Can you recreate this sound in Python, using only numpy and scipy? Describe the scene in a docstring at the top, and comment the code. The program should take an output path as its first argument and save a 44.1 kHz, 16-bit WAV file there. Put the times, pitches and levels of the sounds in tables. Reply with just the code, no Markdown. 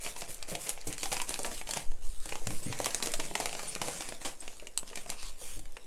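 """Sharp snaps and short scrunches are heard first, over paper hiss, crackle, dull bumps and soft gusts.
A padded paper envelope is torn open and rummaged through on a table, close to one microphone in a small room.
Buckling creases are short noise bursts with a resonance; rubbing and crinkling are filtered noise, with tiny
pitched ticks in the first second; bumps are muffled bursts with decaying modes; skids are gliding narrow bands
of noise. Pushed air is low-frequency noise; sparse decaying echoes give the room its tail."""
import sys
import numpy as np
from scipy import signal
from scipy.fft import rfft, irfft, next_fast_len
from scipy.io import wavfile
from scipy.ndimage import uniform_filter1d

SR = 44100
rng = np.random.default_rng(int(sys.argv[2]) if len(sys.argv) > 2 else 0)


def waveform_to_disk(signal):
    """Save audio, clipped to [-1, 1], as 16-bit WAV at the path in sys.argv[1]."""
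    frames = np.transpose(np.atleast_2d(signal))
    scaled = np.clip(frames, -1, 1) * 32767
    samples = np.round(scaled).astype(np.int16)
    wavfile.write(sys.argv[1], SR, samples)


N = 258426
TIME = np.arange(N) / SR

# Event levels and spectra are relative: each layer adds its own gain.
# Quiet room tone: f/Hz, density/(dB per Hz)
ROOM_TONE_SPECTRUM = [(30, 18.5), (100, -22), (200, 0.5), (500, 6), (1400, -12.5), (2300, -9), (5000, -21),
                      (8000, -45), (11500, -12), (16000, -36)]
# Reverberation time of the room: f/Hz, T60/s
ROOM_DECAY = [(150, 0.49), (1000, 0.28), (5000, 0.07), (14000, 0.26)]
# The envelope or an arm pushes air at the microphone: t/s, length/s, level/dB
AIR_GUSTS = [(0.023, 0.062, -44), (0.37, 0.068, -50), (1.407, 0.25, -48), (1.823, 0.39, -37.5),
             (2.386, 0.19, -42.5), (3.102, 0.13, -46), (5.201, 0.099, -43), (5.478, 0.16, -42.5)]
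# Moving air: f/Hz, density/(dB per Hz)
AIR_SPECTRUM = [(1, 4), (4, 19.5), (11, 16.5), (20, 3), (30, -3), (60, -15), (120, -34.5), (400, -57),
                (2000, -100)]
# The envelope bumps on the table or the hand knocks inside it: t/s, level/dB, hardness/(dB per octave)
BUMP_EVENTS = [(0.221, -51, -2), (0.286, -47.5, 4), (.485, -47, 9), (.516, -37, 7), (0.533, -47, -2),
               (0.659, -56, 11), (0.87, -36.5, -2.5), (1.114, -44, 2), (1.39, -46, 13), (1.512, -45, 5),
               (1.762, -41, 0.5), (1.896, -59, 0), (2.256, -50, 5), (2.413, -49, 8.5), (2.467, -38.5, -4.5),
               (2.493, -45, -3), (2.522, -48.5, 10), (2.621, -49.5, 4), (2.66, -39, -4), (2.699, -41, -5),
               (2.795, -43, 0), (3.069, -43.5, 9.5), (3.165, -52, 1), (3.191, -40, 7), (3.306, -42.5, 1.5),
               (3.875, -43, 5), (4.25, -45.5, 7), (4.623, -50.5, 11), (4.909, -54.5, 17.5),
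               (5.414, -52, 11), (5.566, -49, -2.5)]
# Bands of a bump: centre f/Hz, width/Hz
BUMP_RANGES = [(130, 120), (290, 200), (570, 400)]
# The muffling padding: f/Hz, density/(dB per Hz)
PADDING_SPECTRUM = [(30, -34), (70, -17.5), (110, 1), (180, -5.5), (230, -6), (600, -5), (850, -22.5),
                    (1300, -25), (4000, -51), (16000, -101)]
# Modes of the air cushion before a small random detuning: f/Hz, level/dB, T60/s
CUSHION_MODES = [(113, -5.5, 0.12), (142, -7.5, 0.11), (176.4, -3.5, 0.16), (303.3, -3.5, 0.21)]
# The paper skids on skin or table: t/s, length/s, mid-glide f/Hz, width/Hz, level/dB, glide/(octaves per s)
SKID_EVENTS = [(1.123, 0.12, 1085, 403, -61, -1.5), (2.473, .086, 300.4, 260, -55.5, 1),
               (2.623, 0.053, 8360, 1100, -46, 2), (2.621, .27, 2100, 700, -54, -0.7),
               (2.65, 0.091, 234, 90, -50, 8.5), (3.345, 0.16, 990, 400, -61, -2.5),
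               (3.674, 0.034, 9160, 1100, -38.5, 1), (4.084, .017, 10240, 596, -48, -2),
               (4.403, 0.012, 8130, 700, -41.5, -6), (5.15, 0.19, 1100, 300, -62, 0),
               (5.154, .17, 4370, 2200, -52.5, -1.5), (5.156, .11, 2670, 400, -57, -.3)]
# Strokes of the hand along the paper: t/s, length/s, rise/s, hiss level/dB, fizz re hiss/dB
HAND_STROKES = [(.0, 0.1, 0.016, -47, -2), (0.153, 0.047, 0.02, -48, -3), (0.27, 0.031, 0.024, -47, 3.5),
                (0.469, 0.049, 0.018, -47, -0.5), (0.569, 0.1, 0.036, -48.5, 2),
                (0.833, 0.064, 0.021, -57, 0), (0.961, 0.13, 0.033, -43.5, -8),
                (1.097, 0.14, 0.012, -42, -10), (1.254, 0.21, 0.026, -44.5, -7.5),
                (1.494, 0.1, .02, -43.5, -9), (1.647, 0.17, 0.038, -43, -12),
                (2.006, 0.18, 0.02, -52.5, -9), (2.181, 0.27, 0.04, -47.5, -13),
                (2.456, 0.14, 0.034, -46, -4), (2.615, 0.21, 0.0089, -45.5, -16),
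                (2.772, 0.21, 0.045, -41, -22), (3.036, 0.15, 0.015, -43.5, -16),
                (3.207, 0.17, .02, -48, -11), (3.342, 0.2, 0.016, -42.5, -25),
                (3.558, 0.17, 0.01, -42.5, -25), (3.822, 0.16, 0.022, -41.5, -15),
                (3.98, 0.17, 0.018, -44.5, -28), (4.196, 0.12, 0.011, -47.5, -21),
                (4.386, 0.25, 0.0072, -53.5, -16), (4.853, 0.037, 0.016, -51, -25),
                (4.944, 0.068, 0.013, -48, -20), (5.057, 0.057, 0.022, -47.5, -25),
                (5.147, 0.15, 0.051, -47, -18), (5.357, 0.21, 0.049, -46, -5.5)]
# Rubbed paper: f/Hz, density/(dB per Hz)
SLIDE_SPECTRUM = [(100, -7.5), (500, -3.5), (1400, -5.5), (2500, -3), (5500, -3), (7000, 0), (9300, -1),
                  (11000, -8.5), (13000, -15), (16000, -30)]
# Treble fizz of a stroke: f/Hz, density/(dB per Hz)
FIZZ_SPECTRUM = [(2000, -27), (6000, -10), (9500, 4.5), (12000, -3), (13500, -8), (16000, -23)]
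# The sheet is bent and crinkles: t/s, length/s, level/dB
SHEET_FLEXES = [(0.02, 0.06, -57), (0.187, 0.061, -57), (0.472, 0.095, -60.5), (0.651, 0.031, -52),
                (0.857, 0.083, -61), (1.003, 0.075, -47), (1.1, 0.077, -48), (1.259, 0.073, -37.5),
                (1.391, 0.14, -42.5), (1.647, 0.14, -42), (2.27, 0.092, -41.5), (2.426, 0.11, -45),
                (2.704, 0.4, -42.5), (3.032, 0.032, -34.5), (3.219, 0.036, -34), (3.328, 0.22, -41),
                (3.572, 0.34, -43), (3.817, 0.17, -39), (3.972, 0.13, -46.5), (4.22, 0.058, -42),
                (4.44, 0.068, -53.5), (4.654, 0.019, -55), (4.9, 0.15, -51), (5.073, 0.027, -42),
                (5.152, 0.2, -65), (5.39, 0.13, -53)]
# Crinkling sheet and lining: f/Hz, density/(dB per Hz)
CRINKLE_SPECTRUM = [(60, -51), (130, 11), (300, -0.5), (550, 6), (900, 0), (1450, -4), (2400, 2),
                    (3800, -6.5), (7000, 1.5), (10000, -3), (16000, -31)]
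# Runs of tearing fibres and collapsing folds: t/s, level/dB, brightness/(dB per octave), low body re level/dB
SCRUNCH_EVENTS = [(.687, -31, 2.5, -9), (0.869, -30.5, 5.5, -7), (1.033, -31.5, 3, 0.5),
                  (1.117, -26, -5.5, -0.5), (1.165, -40, -3, -1), (1.451, -31.5, 4, 6.5),
                  (1.761, -30.5, -4, -4), (2.863, -37.5, -11, 3), (3.024, -27, 1, -1), (3.137, -34, 3, -10),
                  (3.196, -29.5, -4, -14), (3.403, -30, -3, 4), (3.815, -30.5, 1, 4.5),
                  (4.249, -25.5, -2.5, -0.5), (4.421, -43, -5.5, 6.5), (5.116, -37, -6.5, 2)]
# Creases that buckle (the row at 4.7768 s is the 4.7751 s snap echoing off the table): t/s, level/dB,
# brightness/(dB per octave), low body re level/dB, ring f/Hz, flip time/s
SNAP_EVENTS = [(.047, -43, -14, -29, 8900, 0.0028), (.062, -39.5, -8, 4.5, 600, 0.0027),
               (.161, -39, -4, -5, 955, 0.0033), (.208, -41.5, 0, -16, 7300, .0015),
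               (.218, -37.5, -5.5, -6, 674, 0.0023), (.344, -42.5, 7.5, -20, 8760, 0.0017),
               (0.4261, -35, -2.5, -9, 4430, 0.0012), (.551, -30, -3, -9, 695, 0.0022),
               (0.691, -28.5, 1.5, -12, 11100, 0.0027), (0.7015, -36.5, -5, -12, 9000, 0.0016),
               (.774, -53.5, -16, 8, 597, 0.0028), (0.8134, -43.5, -1, -19, 4530, 0.00054),
               (0.871, -42, 6, -10, 587, 0.0031), (0.9271, -33.5, -4.5, -23, 9700, 0.00068),
               (.9347, -41, 0, -13, 2500, 0.0011), (.98, -36, -2, -10, 1580, 0.0015),
               (1.0301, -32, -6, -1.5, 7050, 0.0028), (1.04, -41, -1, -8, 7000, .0008),
               (1.056, -33.5, -3.5, -4, 776, 0.0019), (1.126, -30.5, 4, -1.5, 940, 0.003),
               (1.1349, -39, 6, -13, 8000, .0005), (1.143, -38, 2, -6, 5000, 0.00066),
               (1.167, -33, -7.5, -7, 1010, 0.0014), (1.1765, -41, -1, -3, 3000, .0008),
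               (1.2, -37, -12.5, 2, 1120, 0.001), (1.2161, -30.5, -0.5, -7.5, 950, 0.0013),
               (1.2925, -31, 0, -2, 10200, 0.00098), (1.306, -38.5, -3, 2, 3000, 0.00099),
               (1.341, -29, -3.5, -15, 4130, 0.0012), (1.358, -43, -6, 4, 2200, 0.0017),
               (1.3901, -36, 3, 4, 6520, 0.0017), (1.4321, -40.5, 6, -2, 9100, 0.00039),
               (1.445, -36, -7, 3.5, 1640, 0.0028), (1.4627, -39, 2, -3, 7000, 0.00092),
               (1.514, -43.5, -4, 6, 1790, 0.0018), (1.613, -42, -5.5, 12, 1970, 0.0016),
               (1.672, -42.5, -6, -5, 3300, 0.0017), (1.689, -35.5, -1, -5, 635, 0.0027),
               (1.7079, -29.5, 1.5, -8, 4530, 0.0023), (1.7353, -30.5, -1, -2, 6200, 0.0016),
               (1.766, -40.5, 3, 1, 1100, 0.0024), (1.7708, -31, 2, -2, 750, 0.0015),
               (1.916, -49, -3, 5.5, 597, 0.0019), (2.046, -57, 5, -15, 8040, .0006),
               (2.2015, -51, 5, -10, 8500, .0006), (2.256, -40.5, -1, 2.5, 9600, 0.0022),
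               (2.291, -37, -1, -5, 2250, 0.0023), (2.322, -38.5, -8, 6.5, 2650, 0.0022),
               (2.355, -39, -5.5, 4.5, 2240, 0.00065), (2.4696, -29, -1, -8, 734, 0.0015),
               (2.505, -41, -4, 7, 1970, .002), (2.725, -35, -9, -3, 3540, 0.0023),
               (2.7888, -36, 2, -15, 4030, 0.00095), (2.8, -32.5, -2, 4, 550, 0.0023),
               (2.844, -29, 1, -10, 4600, 0.0013), (2.8581, -24, 2, -17, 1050, 0.0017),
               (2.865, -33, -5, -2.5, 650, 0.0025), (2.9061, -37.5, -2, -14, 4500, .0007),
               (2.9456, -26, 1, -5, 6440, 0.0011), (3.0016, -48, -10, 7, 8000, 0.0008),
               (3.025, -27, -4, -8, 4200, 0.0016), (3.033, -40, 7, -14, 7000, 0.0012),
               (3.0587, -32.5, 3.5, -5, 2900, 0.0011), (3.071, -34.5, -2, 3, 7000, 0.0013),
               (3.118, -40, 7, -19, 7500, 0.0013), (3.137, -26.5, -2, -12, 674, 0.0023),
               (3.1968, -30.5, -4.5, -0.5, 990, .0035), (3.3116, -45.5, -7, 4, 815, .0007),
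               (3.352, -26, -4.5, -1, 900, 0.0027), (3.4, -32, 2.5, 5, 770, 0.0015),
               (3.457, -28.5, 0, 0, 2460, 0.0016), (3.493, -45, -7, 11, 2750, 0.0011),
               (3.5291, -36, -2, -2, 745, 0.00056), (3.55, -37, -7.5, -1.5, 623, 0.0017),
               (3.592, -38, -3, 6, 2600, 0.0028), (3.632, -40.5, 2, 5, 627, .0014),
               (3.751, -33, -1, -7, 2420, .0009), (3.761, -45.5, -8, 12, 2200, 0.0012),
               (3.8147, -29, -4.5, -3.5, 890, 0.0026), (3.882, -34, 1, 6, 700, .0022),
               (4.006, -39.5, -7.5, 4, 6200, 0.0023), (4.02, -36.5, -3, -5, 1100, 0.0024),
               (4.087, -37.5, 1, -4, 2100, .003), (4.122, -42, -7.5, 4, 750, 0.0018),
               (4.214, -44.5, -4, 6.5, 1730, 0.0023), (4.226, -49, 1, -2, 8000, .0007),
               (4.478, -39.5, -7.5, -3, 2600, 0.0013), (4.528, -55.5, -4, 6, 1010, .002),
               (4.5975, -47.5, -9.5, -5, 2430, 0.0011), (4.6697, -39.5, -0.5, -3, 2810, 0.0017),
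               (4.7751, -25, -1.5, -14, 7960, 0.00096), (4.7768, -37, 6.5, -6, 8500, .0012),
               (4.829, -55.5, -9, 15.5, 840, 0.0023), (4.901, -50, -2, -3, 4000, 0.00063),
               (4.929, -52, -15, 7, 1130, 0.0034), (4.9555, -36, -1, -5, 7200, 0.002),
               (4.972, -37.5, -4, -2, 1890, 0.0026), (5.059, -48.5, -4, 9, 700, 0.0037),
               (5.094, -43.5, -3, 6, 2500, 0.0017), (5.1005, -30.5, 2.5, -24, 865, 0.0013),
               (5.2293, -42, -2, -4, 4300, .0007), (5.592, -46, 1, 0, 9320, 0.0015),
               (5.654, -49, -2.5, -3, 1960, 0.002), (5.7218, -55, 7, -18, 9000, 0.00062),
               (5.767, -44, -7, 7.5, 1750, 0.0023)]
# Bands of a fold (body, crack, sizzle, fizz): centre f/Hz, width/Hz
FOLD_RANGES = [(750, 1100), (2700, 3600), (7800, 5500), (12500, 3000)]
# Snapping paper: f/Hz, density/(dB per Hz)
PAPER_SPECTRUM = [(60, -15.5), (150, -11.5), (300, -6), (600, -6), (900, -5.5), (1450, -11.5), (2500, -6.5),
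                  (3600, -8.5), (5500, -6), (7500, -3.5), (9500, -1.5), (12000, -5), (16000, -25)]

PIVOT_HZ = 5500  # the brightness of a fold tilts about this frequency
FIZZ_DB = -11  # added to the top band of a fold
EDGE_HZ = 16300  # upper band limit


def amp(db):
    """Decibel law: level to amplitude ratio."""
    return 10 ** (np.asarray(db) / 20)


def unit(x):
    """Normalization to a root-mean-square of one."""
    return x / np.sqrt(np.mean(x ** 2) + 1e-20)


def read(points, hz):
    """Linear interpolation of a table along a logarithmic frequency axis."""
    f, value = np.transpose(points)
    return np.interp(np.log(hz + 1), np.log(f + 1), value)


def add(mix, s, sound):
    """Superposition: a sound is summed into the mix at a time in seconds."""
    part = mix[max(round(s * SR), 0):][:len(sound)]
    part += sound[:len(part)]


def colour(x, points, size=4096):
    """Minimum-phase filtering: the given spectrum is imposed causally, so that attacks stay sharp."""
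    log_gain = np.log(amp(read(points, abs(np.fft.fftfreq(size, 1 / SR)))))
    response = np.exp(signal.hilbert(log_gain).conj())
    taps = np.fft.ifft(response).real[:size // 2]
    return signal.oaconvolve(x, taps)[:len(x)]


def noise(points):
    """Spectral shaping: white noise is weighted to the given spectrum, at an rms of one."""
    size = next_fast_len(N, real=True)
    gain = amp(read(points, np.fft.rfftfreq(size, 1 / SR)))
    return unit(irfft(rfft(rng.standard_normal(size)) * gain, size)[:N])


def moves(rows, release, sag_db_per_s, rest_db):
    """Addition of powers: (start, length, rise, dB) movements build up, drift in level and stop over a rest."""
    power = np.full(N, amp(rest_db) ** 2)
    for start, length, rise, db in rows:
        t = np.maximum(TIME - start, 0)
        build_up = 1 - np.exp(-(t / rise) ** 2)
        stop = np.exp(-np.maximum(t - length, 0) / release)
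        level_db = db - sag_db_per_s * np.minimum(t, length)
        power += (build_up * stop * amp(level_db)) ** 2
    return np.sqrt(power)


def burst(rise, decay, after_db, clump_db, linger=0.011):
    """Impulsive excitation: a rush of clumped fibre noise dies away over a weaker rustle; energy one."""
    t = np.arange(SR // 6) / SR
    clumps = amp(clump_db * unit(uniform_filter1d(rng.standard_normal(len(t)), size=24)))
    fade = np.exp(-t / decay) + amp(after_db) * np.exp(-t / linger)
    shape = (1 - np.exp(-(t / rise) ** 2)) * fade
    x = rng.standard_normal(len(t)) * clumps * shape
    return x / np.linalg.norm(x)


def blow(x, db, bands_db, bands):
    """Band energy: wider bands of (centre Hz, width Hz) spread a given level at a lower density."""
    hz, width = np.transpose(bands)
    density_db = np.array(bands_db) + 10 * np.log10(SR / 2 / width)
    return amp(db) * colour(x, list(zip(hz, density_db)), size=1024)


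def blows(rows, bands, rise, decay, after_db, clump_db):
    """Superposition of impacts: one coloured burst for each row of a table."""
    out = np.zeros(N)
    for s, db, *bands_db in rows:
        add(out, s, blow(burst(rise, decay, after_db, clump_db), db, bands_db, bands))
    return out


def room_tone(tone_db=-61):
    """Stationary background: steady coloured noise at a low level."""
    return amp(tone_db) * noise(ROOM_TONE_SPECTRUM)


def room(x, wet_db=-8, count=3):
    """Reverberation: sparse echoes decay by frequency; a few random patterns take turns steadily."""
    t, wet = np.arange(SR // 3) / SR, np.zeros(N)
    for k in range(count):
        echoes = rng.standard_normal(len(t)) * (rng.random(len(t)) < .15) * (t > .003)
        hz, frame_s, z = signal.stft(echoes, SR, nperseg=256)
        decay = amp(-60 * frame_s / read(ROOM_DECAY, hz)[:, None])
        tail = signal.istft(z * decay, SR, nperseg=256)[1]
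        share = np.sqrt(2 / count) * np.cos(np.pi * (1.286 * TIME + k / count))
        wet += signal.fftconvolve(x * share, tail / np.linalg.norm(tail))[:N]
    return x + amp(wet_db) * wet


def air(gain_db=12, rise=0.03):
    """Flow noise: soft gusts of moving air rumble on the microphone."""
    rows = [(s, length, rise, db) for s, length, db in AIR_GUSTS]
    gusts = moves(rows, release=.06, sag_db_per_s=0, rest_db=-52)
    return amp(gain_db) * gusts * noise(AIR_SPECTRUM)


def bumps(gain_db=26, thud_db=9, thud_per_hardness=-0.42):
    """Damped impact: padding muffles the knock, and a softer blow excites more of the air cushion's modes."""
    rows = [(s, db, -hardness, 0, hardness) for s, db, hardness in BUMP_EVENTS]
    knocks = blows(rows, BUMP_RANGES, rise=0.00089, decay=0.019, after_db=-30, clump_db=3.0)
    out = amp(gain_db) * colour(knocks, PADDING_SPECTRUM)
    t = TIME[:SR // 5]
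    detunings = rng.uniform(0.936, 1.053, (len(BUMP_EVENTS), len(CUSHION_MODES)))
    for (s, db, hardness), detune in zip(BUMP_EVENTS, detunings):
        thud = np.zeros(len(t))
        for (hz, mode_db, t60), k in zip(CUSHION_MODES, detune):
            thud += amp(mode_db - 60 * t / t60) * np.sin(2 * np.pi * hz * k * t)
        add(out, s, amp(db + thud_db + thud_per_hardness * hardness) * thud / len(CUSHION_MODES))
    return out


def skids():
    """Stick-slip friction: a taut patch gives a narrow band of noise that swells, glides and fades."""
    out = np.zeros(N)
    for s, length, hz, width_hz, db, glide in SKID_EVENTS:
        n = int(length * SR)
        band = 1 / (1 + (2 * np.fft.fftfreq(n, 1 / SR) / width_hz) ** 2)
        flutter = np.fft.ifft((rng.standard_normal((n, 2)) @ [1, 1j]) * band)
        pitch = hz * 2 ** (glide * (TIME[:n] - length / 2))
        tone = (flutter * np.exp(2j * np.pi * np.cumsum(pitch) / SR)).real
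        add(out, s, amp(db) * unit(tone) * signal.windows.tukey(n, .5))
    return out


def judder(depth_db=2.2):
    """Stick-slip modulation: paper catches and lets go many times a second, an uneven gain."""
    return unit(amp(depth_db * noise([(8, -30), (30, 0), (130, 0), (400, -25), (1500, -90)])))


def facets(x, patchy_db):
    """Time-varying resonance: smooth random gains over time and frequency make the sheet's colour wander."""
    z = signal.stft(x, nperseg=512)[2]
    patches = rng.standard_normal(z.shape)
    for _ in range(2):
        patches = uniform_filter1d(patches, size=4, axis=0)
        patches = uniform_filter1d(patches, size=7, axis=1)
    return unit(signal.istft(z * amp(patchy_db * unit(patches)), nperseg=512)[1][:N])


def crackle(per_s, spread_db, top_hz, width_octaves, decay, damping=.5):
    """Random point process: creases tick at their own pitches in the first second; high ones die fastest."""
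    t, hz, out = np.arange(512) / SR, np.fft.rfftfreq(512, 1 / SR) + 1, np.zeros(N)
    # per_s is the mean rate over the whole scene; the times drawn lie between 0 and 1 s
    when, place, chance = rng.random((int(per_s * N / SR), 3)).T
    pitch_hz = 350 * (top_hz / 350) ** place[:, None]
    bell = 1 / (1 + (np.log2(hz / pitch_hz) / width_octaves) ** 2)
    grains = irfft(rfft(rng.standard_normal((len(when), len(t)))) * bell)
    ticks = grains * t * np.exp(-t / decay * (pitch_hz / top_hz) ** damping)
    sizes = amp(spread_db * np.minimum(-np.log(1 - chance), 2.8)) * np.sqrt(pitch_hz[:, 0])
    for s, size, tick in zip(when, sizes, ticks):
        add(out, s, size * unit(tick))
    return unit(out)


def sliding(gain_db=0, fizz_db=2, grit=0.35):
    """Sliding friction: skin rubs paper in a hiss, gritty at first, with fizz from the dry outer face."""
    grains = crackle(1000, spread_db=0.0, top_hz=12400, width_octaves=1.0, decay=0.00014, damping=0.24)
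    rub = unit(rng.standard_normal(N) + grit * grains)
    stroke = dict(release=0.033, sag_db_per_s=22.0)
    hiss_gain = moves([row[:4] for row in HAND_STROKES], rest_db=-61.0, **stroke)
    fizz_rows = [(s, length, rise, db + dry_db) for s, length, rise, db, dry_db in HAND_STROKES]
    fizz_gain = moves(fizz_rows, rest_db=-90, **stroke)
    hiss = hiss_gain * judder() * facets(colour(rub, SLIDE_SPECTRUM), patchy_db=3.0)
    return amp(gain_db) * hiss + amp(fizz_db) * fizz_gain * noise(FIZZ_SPECTRUM)


def crinkling(gain_db=2.1, rise=0.015):
    """Crackling noise: the flexing sheet and its padding rustle unevenly, with ticks in the first second."""
    grains = crackle(300, spread_db=3.6, top_hz=6700, width_octaves=0.85, decay=0.00028, damping=.7)
    rustle = 0.45 * rng.standard_normal(N)
    rows = [(s, length, rise, db) for s, length, db in SHEET_FLEXES]
    flexing = moves(rows, release=0.026, sag_db_per_s=-1, rest_db=-66)  # each flex grows slightly
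    return amp(gain_db) * flexing * unit(colour((grains + rustle) * judder(), CRINKLE_SPECTRUM))


def fold_bands(brightness, body_db):
    """Spectral tilt: brightness sets the treble bands of a fold, and the sheet adds a low body."""
    crack, sizzle, fizz = brightness * np.log2(np.array(FOLD_RANGES)[1:, 0] / PIVOT_HZ)
    return [body_db, crack, sizzle, fizz + FIZZ_DB]


def chatter(x, delay, after_db, count=4):
    """Cascaded buckling: a crease sets off a few weaker ones nearby within the next milliseconds."""
    out = x.copy()
    for wait, size in rng.exponential(1, (count, 2)):
        add(out, .002 + wait * delay, amp(after_db) * min(size, 2) * rng.choice([-1, 1]) * x)
    return out


def snaps(rise_share=0.65, ring=0.46, quality=4):
    """Snap-through buckling: a crease flips, in a dry click or a slower crunch, and rings its facet of paper."""
    out = np.zeros(N)
    for s, db, brightness, body_db, hz, flip in SNAP_EVENTS:
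        bands_db = fold_bands(brightness, body_db)
        click = burst(rise_share * flip, flip, after_db=-31.5, clump_db=2.5)
        click = chatter(click, delay=.006, after_db=-19.0)
        facet = signal.lfilter(*signal.iirpeak(hz, quality, fs=SR), click)
        click = blow(click, db, bands_db, FOLD_RANGES)
        facet = blow(facet, db, bands_db, FOLD_RANGES)
        # the ring takes a share of the energy
        add(out, s, np.std(click) * unit(unit(click) + ring * unit(facet)))
    return out


def folds(snaps_db=25, scrunches_db=22):
    """Buckling and fracture: a crease snaps through within milliseconds; a run of fibres takes longer."""
    runs = [(s, db, *fold_bands(brightness, body_db)) for s, db, brightness, body_db in SCRUNCH_EVENTS]
    scrunches = blows(runs, FOLD_RANGES, rise=0.00037, decay=0.028, after_db=-21, clump_db=-1.5)
    return colour(amp(snaps_db) * snaps() + amp(scrunches_db) * scrunches, PAPER_SPECTRUM)


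def scene():
    """Linear superposition: the envelope in the room, with moving air and quiet room tone."""
    paper = folds() + sliding() + crinkling() + bumps() + skids()
    return (room(paper) + air() + room_tone())[None]


def record(dry):
    """Band limitation: a linear-phase low-pass filter removes the highest treble."""
    low_pass = signal.firwin(511, EDGE_HZ, window=("kaiser", 9), fs=SR)
    return signal.oaconvolve(dry, low_pass[None], "same")


dry = scene()
out = record(dry)
waveform_to_disk(out)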